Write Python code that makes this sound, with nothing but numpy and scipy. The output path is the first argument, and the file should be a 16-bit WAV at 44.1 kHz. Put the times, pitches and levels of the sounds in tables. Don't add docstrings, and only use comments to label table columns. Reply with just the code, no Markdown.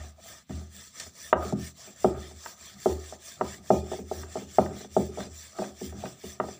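import sys
import numpy as np
from scipy import signal
from scipy.fft import rfft, irfft, next_fast_len
from scipy.io import wavfile
from scipy.ndimage import uniform_filter1d

SR = 44100
rng = np.random.default_rng(int(sys.argv[2]) if len(sys.argv) > 2 else 0)


def dump_mix(stems):
    frames = np.atleast_2d(stems).T
    limited = np.clip(frames, -1, 1)
    pcm = np.round(limited * 32767).astype(np.int16)
    wavfile.write(sys.argv[1], SR, pcm)


def decibels_to_gain(level_db):
    exponent = np.asarray(level_db, float) / 20
    return 10 ** exponent


N = 290619
HZ = np.fft.rfftfreq(next_fast_len(N), 1 / SR)


def unit(x):
    return x / np.sqrt(np.mean(x ** 2))


def on_log(table, hz):
    table_hz, value = np.transpose(table)
    return np.interp(np.log(np.maximum(hz, 1)), np.log(table_hz), value)


def colour(x, gain):
    size = next_fast_len(N)
    return irfft(rfft(x, size) * gain, size)[:N]


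def mode(x, hz, t60):
    r, w = np.exp(-np.log(1000) / (t60 * SR)), 2 * np.pi * hz / SR
    return signal.lfilter([0, np.sin(w)], [1, -2 * r * np.cos(w), r * r], x)


def walk(rate):
    k = int(SR / rate)
    held = np.repeat(rng.standard_normal(N // k + 1), k)
    return unit(uniform_filter1d(held, k)[:N])


def grit(spread_db):
    size_db = spread_db * np.minimum(rng.exponential(size=N), 6)
    return unit(rng.standard_normal(N) * decibels_to_gain(size_db))


def patchy(x, speck_db, patch_db):
    z = signal.stft(x, nperseg=512)[2]

    def blot(bins, frames):
        across = uniform_filter1d(rng.standard_normal(z.shape), size=bins, axis=0)
        return unit(uniform_filter1d(across, size=frames, axis=1))

    gain_db = speck_db * blot(2, 4) + patch_db * blot(12, 12)
    return unit(signal.istft(z * decibels_to_gain(gain_db), nperseg=512)[1][:N])


def humps(s, db, rise_s, fall_s):
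    coarse = np.arange(0, N, 32)
    late = coarse[:, None] / SR - s
    total = decibels_to_gain(db - 60 * np.where(late < 0, -late / rise_s, late / fall_s)).sum(axis=1)
    return np.interp(np.arange(N), coarse, total)


# frequency in Hz, level in dB per Hz.
AIR = [(18, -44.5), (30, 6.5), (244, 6), (301, -23.5), (371, -14), (482, -21), (4350, -13), (4710, -24),
       (15700, -30.5)]


def air():
    return decibels_to_gain(-66) * unit(colour(rng.standard_normal(N), decibels_to_gain(on_log(AIR, HZ))))


# peak in seconds, level in dB, pitch in Hz, T60 in seconds.
SWELLS = [(0.0, -36, 75.4, 0.49), (0.33, -57, 76.2, .25), (0.55, -33.5, 78.4, 0.56),
          (1.08, -47.5, 81.8, 0.082), (1.25, -56.5, 77.2, 0.19), (1.38, -34.5, 76.9, 0.69),
          (1.63, -39.5, 79.8, 0.25), (2.07, -38, 73.9, .7), (2.18, -45, 73.8, 0.66),
          (2.37, -47, 76.9, 0.12), (2.62, -59.5, 77.6, 0.61), (2.919, -32, 77.8, 0.57),
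          (3.47, -43, 76.8, .3), (3.61, -53, 79.2, 0.17), (3.715, -51, 81, 0.37), (3.78, -32.5, 77.9, 0.5),
          (4.04, -44, 79.6, 0.55), (4.18, -39, 79.9, 0.69), (4.48, -50, 78.9, .2), (4.619, -35.5, 83, 0.45),
          (4.93, -47.5, 80.1, 0.37), (5.03, -37.5, 78.6, 0.63), (5.32, -45.5, 78.6, 0.58),
          (5.721, -55, 77, 0.9), (5.889, -39.5, 78, 0.46), (6.28, -45.5, 78.6, 0.25),
          (6.46, -46, 79.5, 0.28)]


def counter():
    s, db, hz, t60 = np.transpose(SWELLS)
    pitch = np.interp(np.arange(N) / SR, s, hz)
    swell = humps(s, db, rise_s=0.14, fall_s=t60)
    return np.sqrt(2) * swell * np.sin(2 * np.pi * np.cumsum(pitch) / SR)


# start in seconds, peak in dB.
TICKS = [
    (0.9992, -28.5),
    (1.45, -41),
    (1.5248, -42.5),
    (2.4608, -49.5),
    (3.92, -40.5),
    (5.204, -55),
    (5.637, -48),
    (6.04, -53),
]


def ticks():
    s, db = np.transpose(TICKS)
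    clicks = np.zeros(N)
    clicks[(s * SR).astype(int)] = decibels_to_gain(db)
    fizz = 0
    for decay_s, gain_db in [(0.0009, 3), (0.012, -5)]:
        fizz = fizz + decibels_to_gain(gain_db) * signal.lfilter([1], [1, -np.exp(-1 / (decay_s * SR))], clicks)
    bright = signal.butter(3, [2300, 8000], "band", fs=SR, output="sos")
    return signal.sosfilt(bright, fizz * rng.standard_normal(N))


# middle in seconds, length in seconds, pitch in Hz, level in dB.
SINGS = [(0.195, .04, 680, -52), (0.29, .03, 700, -60), (0.33, .04, 680, -56), (0.36, .1, 1800, -62),
         (0.957, .05, 1250, -58), (1.26, .09, 1800, -53), (1.65, .09, 1810, -52), (1.8, .07, 700, -61),
         (2.465, .05, 1240, -48), (3.5, .1, 2250, -62), (3.65, .08, 660, -63), (5.21, .06, 1240, -53),
         (5.21, .07, 3600, -50), (5.565, .05, 1300, -55), (5.635, .03, 2500, -54), (5.9, .08, 1900, -65),
         (6.06, .04, 2500, -56), (6.29, .11, 1950, -58), (6.29, .1, 3500, -62)]


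def sings():
    out = np.zeros(N)
    for s, length, hz, db in SINGS:
        n, at = int(length * SR), int((s - length / 2) * SR)
        tone = mode(np.resize(rng.standard_normal(8192), n), hz, t60=0.05)
        out[at:at + n] += decibels_to_gain(db) * unit(tone) * signal.windows.hann(n)
    return out


# frequency in Hz, level in dB, T60 in seconds.
ROLL = [(140, 0.5, 0.12), (205, 2, 0.12), (294, -2, 0.013), (382, -18, 0.14), (667, 1, 0.024),
        (739, -9, 0.12), (1214, -2.5, 0.025)]
# peak in seconds, board in dB, pin in dB, 60 dB rise in seconds.
LUMPS = [(0.0, -41, -44, .35), (0.31, -49, -53, .35), (0.51, -40, -60, .05), (0.59, -57, -50.5, .35),
         (0.78, -47, -71, .35), (1.08, -50, -65, .2), (1.43, -42, -30.5, .25), (1.51, -54, -59.5, .35),
         (1.56, -42, -60, .1), (1.89, -56, -54, .35), (2.16, -30.5, -39, .35), (2.51, -85, -52, .35),
         (2.77, -44, -57, .35), (2.99, -81, -48, .35), (3.4, -45, -45, .15), (3.47, -39, -58, .35),
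         (3.6, -41.5, -59, .35), (3.87, -39.5, -48, .35), (4.01, -44, -77, .35), (4.2, -36, -49, .35),
         (4.29, -55, -53, .35), (4.44, -40.5, -78, .35), (4.72, -29.5, -44, .35), (5.01, -47, -70, .35),
         (5.14, -67, -50.5, .35), (5.22, -32, -50, .2), (5.585, -54, -46, .12), (5.61, -54, -44.5, .35),
         (5.82, -60, -60, .1), (5.97, -31, -51, .35), (6.03, -58, -45, .12), (6.26, -50, -58, .1),
         (6.35, -58, -65, .35), (6.48, -52, -45.5, .35)]


def rumble():
    s, board_db, pin_db, rise_s = np.transpose(LUMPS)
    bumps = grit(3.4)
    rings = [decibels_to_gain(db) * unit(mode(bumps, hz, t60)) for hz, db, t60 in ROLL]
    fall_s = 0.41
    board = humps(s, board_db - 9.5, rise_s, fall_s)
    pin = humps(s, pin_db - 4.5, rise_s, fall_s)
    return board * unit(sum(rings[:4])) + pin * unit(sum(rings[4:]))


# start in seconds, hiss at the turn in dB,
# hiss at full speed in dB, moment of full speed as a fraction 0-1.
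AWAY = [(0.0, -59, -64.5, 0.22), (0.462, -72, -60, 0.17), (0.922, -62.5, -49.5, 0.43),
        (1.348, -70.5, -52.5, 0.67), (1.737, -70.5, -53.5, 0.48), (2.151, -64, -57.5, 0.49),
        (2.558, -63, -56, 0.53), (2.98, -57, -54, 0.62), (3.398, -60.5, -51, 0.51),
        (3.835, -60.5, -53.5, 0.52), (4.268, -62, -54, 0.56), (4.709, -61, -54.5, 0.54),
        (5.11, -61.5, -52.5, 0.56), (5.542, -59.5, -54, 0.48), (5.94, -63.5, -56.5, 0.53),
        (6.388, -67, -57.5, 0.65)]
# the same four columns, in seconds, dB, dB and 0-1.
BACK = [(0.149, -76, -50, 0.49), (0.697, -66, -52.5, 0.43), (1.122, -65.5, -48.5, 0.59),
        (1.548, -69.5, -48.5, 0.55), (1.948, -63.5, -51.5, 0.45), (2.341, -60, -50, 0.68),
        (2.767, -60.5, -49, 0.45), (3.18, -65.5, -51, 0.43), (3.612, -68.5, -49, 0.6),
        (4.04, -64, -50, 0.65), (4.466, -61.5, -52, 0.46), (4.887, -67, -50.5, 0.43),
        (5.296, -61.5, -54, 0.5), (5.737, -63.5, -51, 0.54), (6.165, -62, -51.5, 0.57),
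        (6.59, -61, -60, 0.5)]


def strokes():
    s, turn_db, full_db, moment = np.reshape(np.hstack([AWAY, BACK]), (-1, 4)).T
    body_db = np.resize((-2, -5), len(s)) - 0.2 * (full_db - np.median(full_db))
    fine_db = np.resize((-11, -8), len(s))
    t = np.arange(N) / SR
    middle = s[:-1] + np.clip(moment[:-1], 0.15, 0.85) * np.diff(s)
    turns_and_middles = np.sort(np.concatenate([s, middle]))
    quarter = np.interp(t, turns_and_middles, np.arange(2 * len(s) - 1))
    speed = np.abs(np.sin(np.pi * quarter / 2))
    along = [np.interp(t, middle, level[:-1]) for level in (full_db, body_db, fine_db)]
    return speed, np.interp(t, s, turn_db), *along


# frequency in Hz, width in Hz, level in dB.
PIN = [(675, 16, 2.5), (1302, 31, 2.5), (1847, 34, -3.5), (2470, 37, -12.5), (3608, 76, 6.5)]
# frequency in Hz, level in dB per Hz.
SKIN = [(820, -13.5), (1400, -10.5), (1800, -1), (2210, -4.5), (3020, -10.5), (3310, -5.5), (3930, -2.5),
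        (5830, -0.5), (6580, -0.5), (7430, -0.5), (12400, -31.5), (13800, -35), (14400, -29.5),
        (15700, -27)]


def rubbing():
    speed, turn_db, full_db, body_db, fine_db = strokes()
    skin = decibels_to_gain(on_log(SKIN, HZ))
    slips = patchy(grit(2.7), speck_db=3.0, patch_db=1.5)
    low = 1 / (1 + (HZ / 4300) ** 8)
    high = 1 / (1 + (9800 / np.maximum(HZ, 1)) ** 12)
    pin = 0
    for hz, width, db in PIN:
        t60 = np.log(1000) / np.pi / max(width, hz / 20)
        pin = pin + decibels_to_gain(db + 1.96 * walk(8.9)) * unit(mode(slips, hz, t60))
    body = unit(colour(slips, skin * low)) + decibels_to_gain(-4.0) * unit(pin)
    hiss = unit(colour(slips, skin * (1 - low) * (1 - high)))
    fine = unit(colour(slips, skin * high))
    full, rest = decibels_to_gain(full_db + 0.79 * walk(35)), decibels_to_gain(turn_db)
    return (decibels_to_gain(-2.5) * hiss * (rest + full * speed ** 1.41)
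            + decibels_to_gain(body_db) * body * (0.76 * rest + full * speed ** 1.62)
            + decibels_to_gain(fine_db) * fine * (0.68 * rest + full * speed ** 1.83))


# blow in seconds, level in dB.
PIN_RINGS = [
    (2.045, -46),
    (3.705, -37),
    (4.587, -43.5),
]


def pin_ring():
    s, db = np.transpose(PIN_RINGS)
    hz, t60, rise_s = 2435, 0.22, 0.021
    blows = np.zeros(N)
    blows[(s * SR).astype(int)] = decibels_to_gain(db)
    ring = mode(blows, hz, t60) - mode(blows, hz, rise_s * np.log(1000))
    return ring * decibels_to_gain(5.0 * walk(70))


# frequency in Hz, T60 in seconds.
ROOM_T60 = [(50, 0.31), (130, 0.22), (350, 0.51), (920, 0.26), (2430, 0.17)]
# frequency in Hz, level in dB.
ROOM_COLOUR = [(90, 17), (250, 8.5), (450, -2), (700, -10), (1500, 0.5), (3500, -0.5)]


def room(x):
    t = np.arange(SR) / SR
    tail = 0
    for hz in 90 * 2 ** np.arange(0, 6, 0.5):
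        sos = signal.butter(2, [hz / 1.144, hz * 1.156], "band", fs=SR, output="sos")
        band = signal.sosfilt(sos, rng.standard_normal(SR))
        tail = tail + decibels_to_gain(on_log(ROOM_COLOUR, hz) - 60 * t / on_log(ROOM_T60, hz)) * band
    tail = tail * np.clip(t / 0.012, 0, 1)
    return signal.fftconvolve(x, tail / np.sqrt(np.sum(tail ** 2)))[:N]


# start in seconds, upper board peak in dB, then against it low board in
# dB, hardness in dB, thud in dB.
BLOWS = [(0.495, -42.5, -3, -22, 13), (0.506, -40, 0, -7, -23), (1.3273, -9.5, -9, 0, -24),
         (1.449, -41, 10, -9, 9), (1.524, -25, -1.5, -19, 3), (2.044, -9.5, -1, -12, -16.5),
         (2.858, -13.5, 1, -14, -19), (3.124, -33.5, -9.5, -9.5, -16.5), (3.41, -18, -1.5, -4, -11.5),
         (3.703, -7.5, -3.5, -15, -11), (3.916, -26.5, 1, -12, -35), (3.933, -27.5, -7, -32, -37),
         (4.113, -23, 1, -16, -16), (4.355, -25.5, -0.5, -14.5, -28), (4.369, -29.5, -13, -8.5, -3),
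         (4.584, -7.5, -5.5, -13.5, -12.5), (4.965, -12, 0.5, -18, -8), (5.173, -30, -2.5, -19, -33),
         (5.183, -27.5, -32, -12, -8), (5.592, -30, 3, -20, -22), (5.62, -25, -14, -19, -23),
         (6.037, -29.5, -15.5, -15, -4), (6.399, -19.5, -2.5, -2, -11), (6.438, -31.5, 3.5, -30, -10)]
# start in seconds, upper board peak
# in dB, then hardness in dB, depth in dB.
TAPS = [(0.002, -51, -15, -22), (0.039, -47, -15, -3), (4.66, -37.5, -3, -22), (0.259, -49, -15, -23),
        (0.613, -48.5, -12, -1), (1.001, -44, -6, -14), (1.064, -48, -8, 1), (1.873, -46.5, -19, -2.5),
        (2.311, -45, -17, 0), (2.459, -43.5, 8.5, -10), (2.908, -36, -16, -5), (3.988, -36.5, -20, 6),
        (4.232, -45.5, 4, -11), (4.419, -44, -17, 6.5), (4.806, -40.5, -11, 0.5), (4.845, -39, -11, 1),
        (5.203, -34.5, -4, -6), (5.221, -50, -6, -5.5), (5.267, -50.5, -30, 9.5), (5.586, -32, -7, 1),
        (5.64, -42, 2, -1), (5.813, -39, -21, 8), (5.924, -41.5, -10, -1), (4.765, -46, -12, 0),
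        (6.054, -38.5, -1, 0), (6.238, -41, -18, 7.5), (6.249, -60, -12, -11), (6.485, -33.5, -15, -2.5)]


def blows_and_taps():
    s, db, low_db, hard_db, thud_db = np.transpose(BLOWS)
    crack_db = -8 + 1.49 * hard_db
    blows = [s, db, low_db, hard_db, crack_db, thud_db, thud_db + 2]
    s, db, hard_db, deep_db = np.transpose(TAPS)
    pin_db, thud_db = -0.5, -1.5
    taps = [s, db, deep_db - thud_db, hard_db + pin_db, hard_db - pin_db, deep_db + thud_db, deep_db - 10]
    hits = np.hstack([blows, taps])
    return hits[:, np.argsort(hits[0])]


# frequency in Hz, level in dB, T60 in seconds.
DAMPED = [(212.2, -3.5, 0.062), (263.4, -2.5, 0.053), (425, 2, 0.032), (633.3, 3, 0.032), (760.3, 6, 0.034),
          (975, 11.5, 0.015), (1226, 10, 0.017), (1580, 10, 0.014), (1844, 12.5, 0.01), (2280, 1.5, 0.0086),
          (2790, 2, 0.0095), (3580, -8.5, 0.0097)]
# frequency in Hz, level in dB, T60 in seconds.
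RINGS = [(125, -4, .5), (163, -5, .5), (205, 2, .4), (255, -4, .35), (300, -8, .4), (371, 0, .35),
         (458, -10, .27), (515, -10, .22), (558, -9, .24), (630, -9, .3), (689, -9, .17), (782, -9, .23),
         (862, -14, .28), (942, -19, .25), (1238, -5, .26), (1455, -11, .21)]
# start in seconds, low rings in dB, upper rings in dB, room in dB.
GRIP = [(0.0, 0, 0, 0), (0.49, 4, 0, 0), (0.99, 0, 0, 0), (1.32, 0, 0, 0), (1.52, 4, -2, 0), (1.8, 0, 0, 0),
        (2.04, 0, 0, 0), (2.3, 0, 0, 0), (2.85, 0, 0, 0), (3.12, -2, 0, 0), (3.4, -2, -2, -2),
        (3.7, 0, 0, 0), (3.91, 0, 0, 0), (4.11, 0, 0, 0), (4.35, -5, -2, -2), (4.58, 0, 0, 0),
        (4.8, 0, -3, -2), (4.96, -3, 0, 0), (5.17, -3, 0, 0), (5.58, 3, 0, 1), (5.81, 0, 0, 0),
        (6.03, 0, 0, 0), (6.23, 0, -3, -3), (6.39, 0, -2, 0)]


def knocks():
    s, board_db, low_db, pin_db, crack_db, thud_db, floor_db = blows_and_taps()
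    at = ((s + 0.0011) * SR).astype(int)
    chance = rng.standard_normal((len(s), 32)).T
    shares_db = [floor_db, thud_db, low_db, 0, pin_db, crack_db]

    grip_s, *grip_db = np.transpose(GRIP)
    hit_row = np.searchsorted(grip_s, s, "right") - 1
    low_ring_db, upper_ring_db = grip_db[0][hit_row], grip_db[1][hit_row]
    room_db = grip_db[2][np.searchsorted(grip_s, np.arange(N) / SR, "right") - 1]

    def strike(modes, extra_db, scatter, rise_s, turn):
        out = np.zeros(N)
        for k, (hz, db, t60) in enumerate(modes):
            share_db = shares_db[np.searchsorted([180, 320, 520, 900, 1400], hz)]
            blows = np.zeros(N)
            blows[at] = decibels_to_gain(board_db + share_db + db + extra_db(hz) + 3.5 * scatter[k])
            ring = mode(blows, hz, t60) - mode(blows, hz, rise_s * np.log(1000))
            if turn > 0:
                push = signal.windows.hann(int(0.9 * SR / hz))
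                ring = signal.oaconvolve(ring, 2 * push / push.sum())[len(push) // 2:][:N]
            out -= turn ** k * ring
        return out

    def ring_db(hz):
        return -10.5 + (low_ring_db if hz < 420 else upper_ring_db)

    dry = strike(DAMPED, lambda hz: -0.94, 0.35 * chance, rise_s=0.00066, turn=0.97)
    dry = signal.sosfilt(signal.butter(2, 260, "high", fs=SR, output="sos"), dry)
    echo = np.roll(signal.lfilter(*signal.butter(1, 700, fs=SR), dry), int(0.0043 * SR))
    tail = decibels_to_gain(-11.5) * room(decibels_to_gain(room_db) * dry)
    tail = tail + strike(RINGS, ring_db, 0.4 * chance[10:], rise_s=0.001, turn=-0.99)
    tail = np.std(tail) * patchy(tail, speck_db=1.0, patch_db=2.0)
    return dry + decibels_to_gain(-2.5) * echo + tail


def scene():
    lift_s, land_s, lift_db = 0.454, 0.493, -10
    moments = [lift_s - 0.03, lift_s, land_s - 0.003, land_s]
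    contact = decibels_to_gain(np.interp(np.arange(N) / SR, moments, [0, lift_db, lift_db, 0]))
    rolling = contact * (counter() + rubbing() + rumble())
    return (air() + ticks() + sings() + rolling + pin_ring() + knocks())[None]


def band_limit(x):
    return signal.sosfilt(signal.butter(12, 15700, fs=SR, output="sos"), x)


# frequency in Hz, width in Hz, boost in dB.
PORT = [(5950, 900, 5), (6590, 330, -12), (7380, 1000, 6), (15030, 1100, 16)]


def record(dry):
    port_db = sum(db / (1 + (2 * (HZ - hz) / width) ** 2) for hz, width, db in PORT)
    rounded = np.tanh(dry[0])
    thinned = signal.sosfilt(signal.butter(3, 58, "high", fs=SR, output="sos"), rounded)
    mix = colour(thinned, decibels_to_gain(port_db) * (HZ < 15540))[None]
    return band_limit(mix)


dry = scene()
out = record(dry)
dump_mix(out)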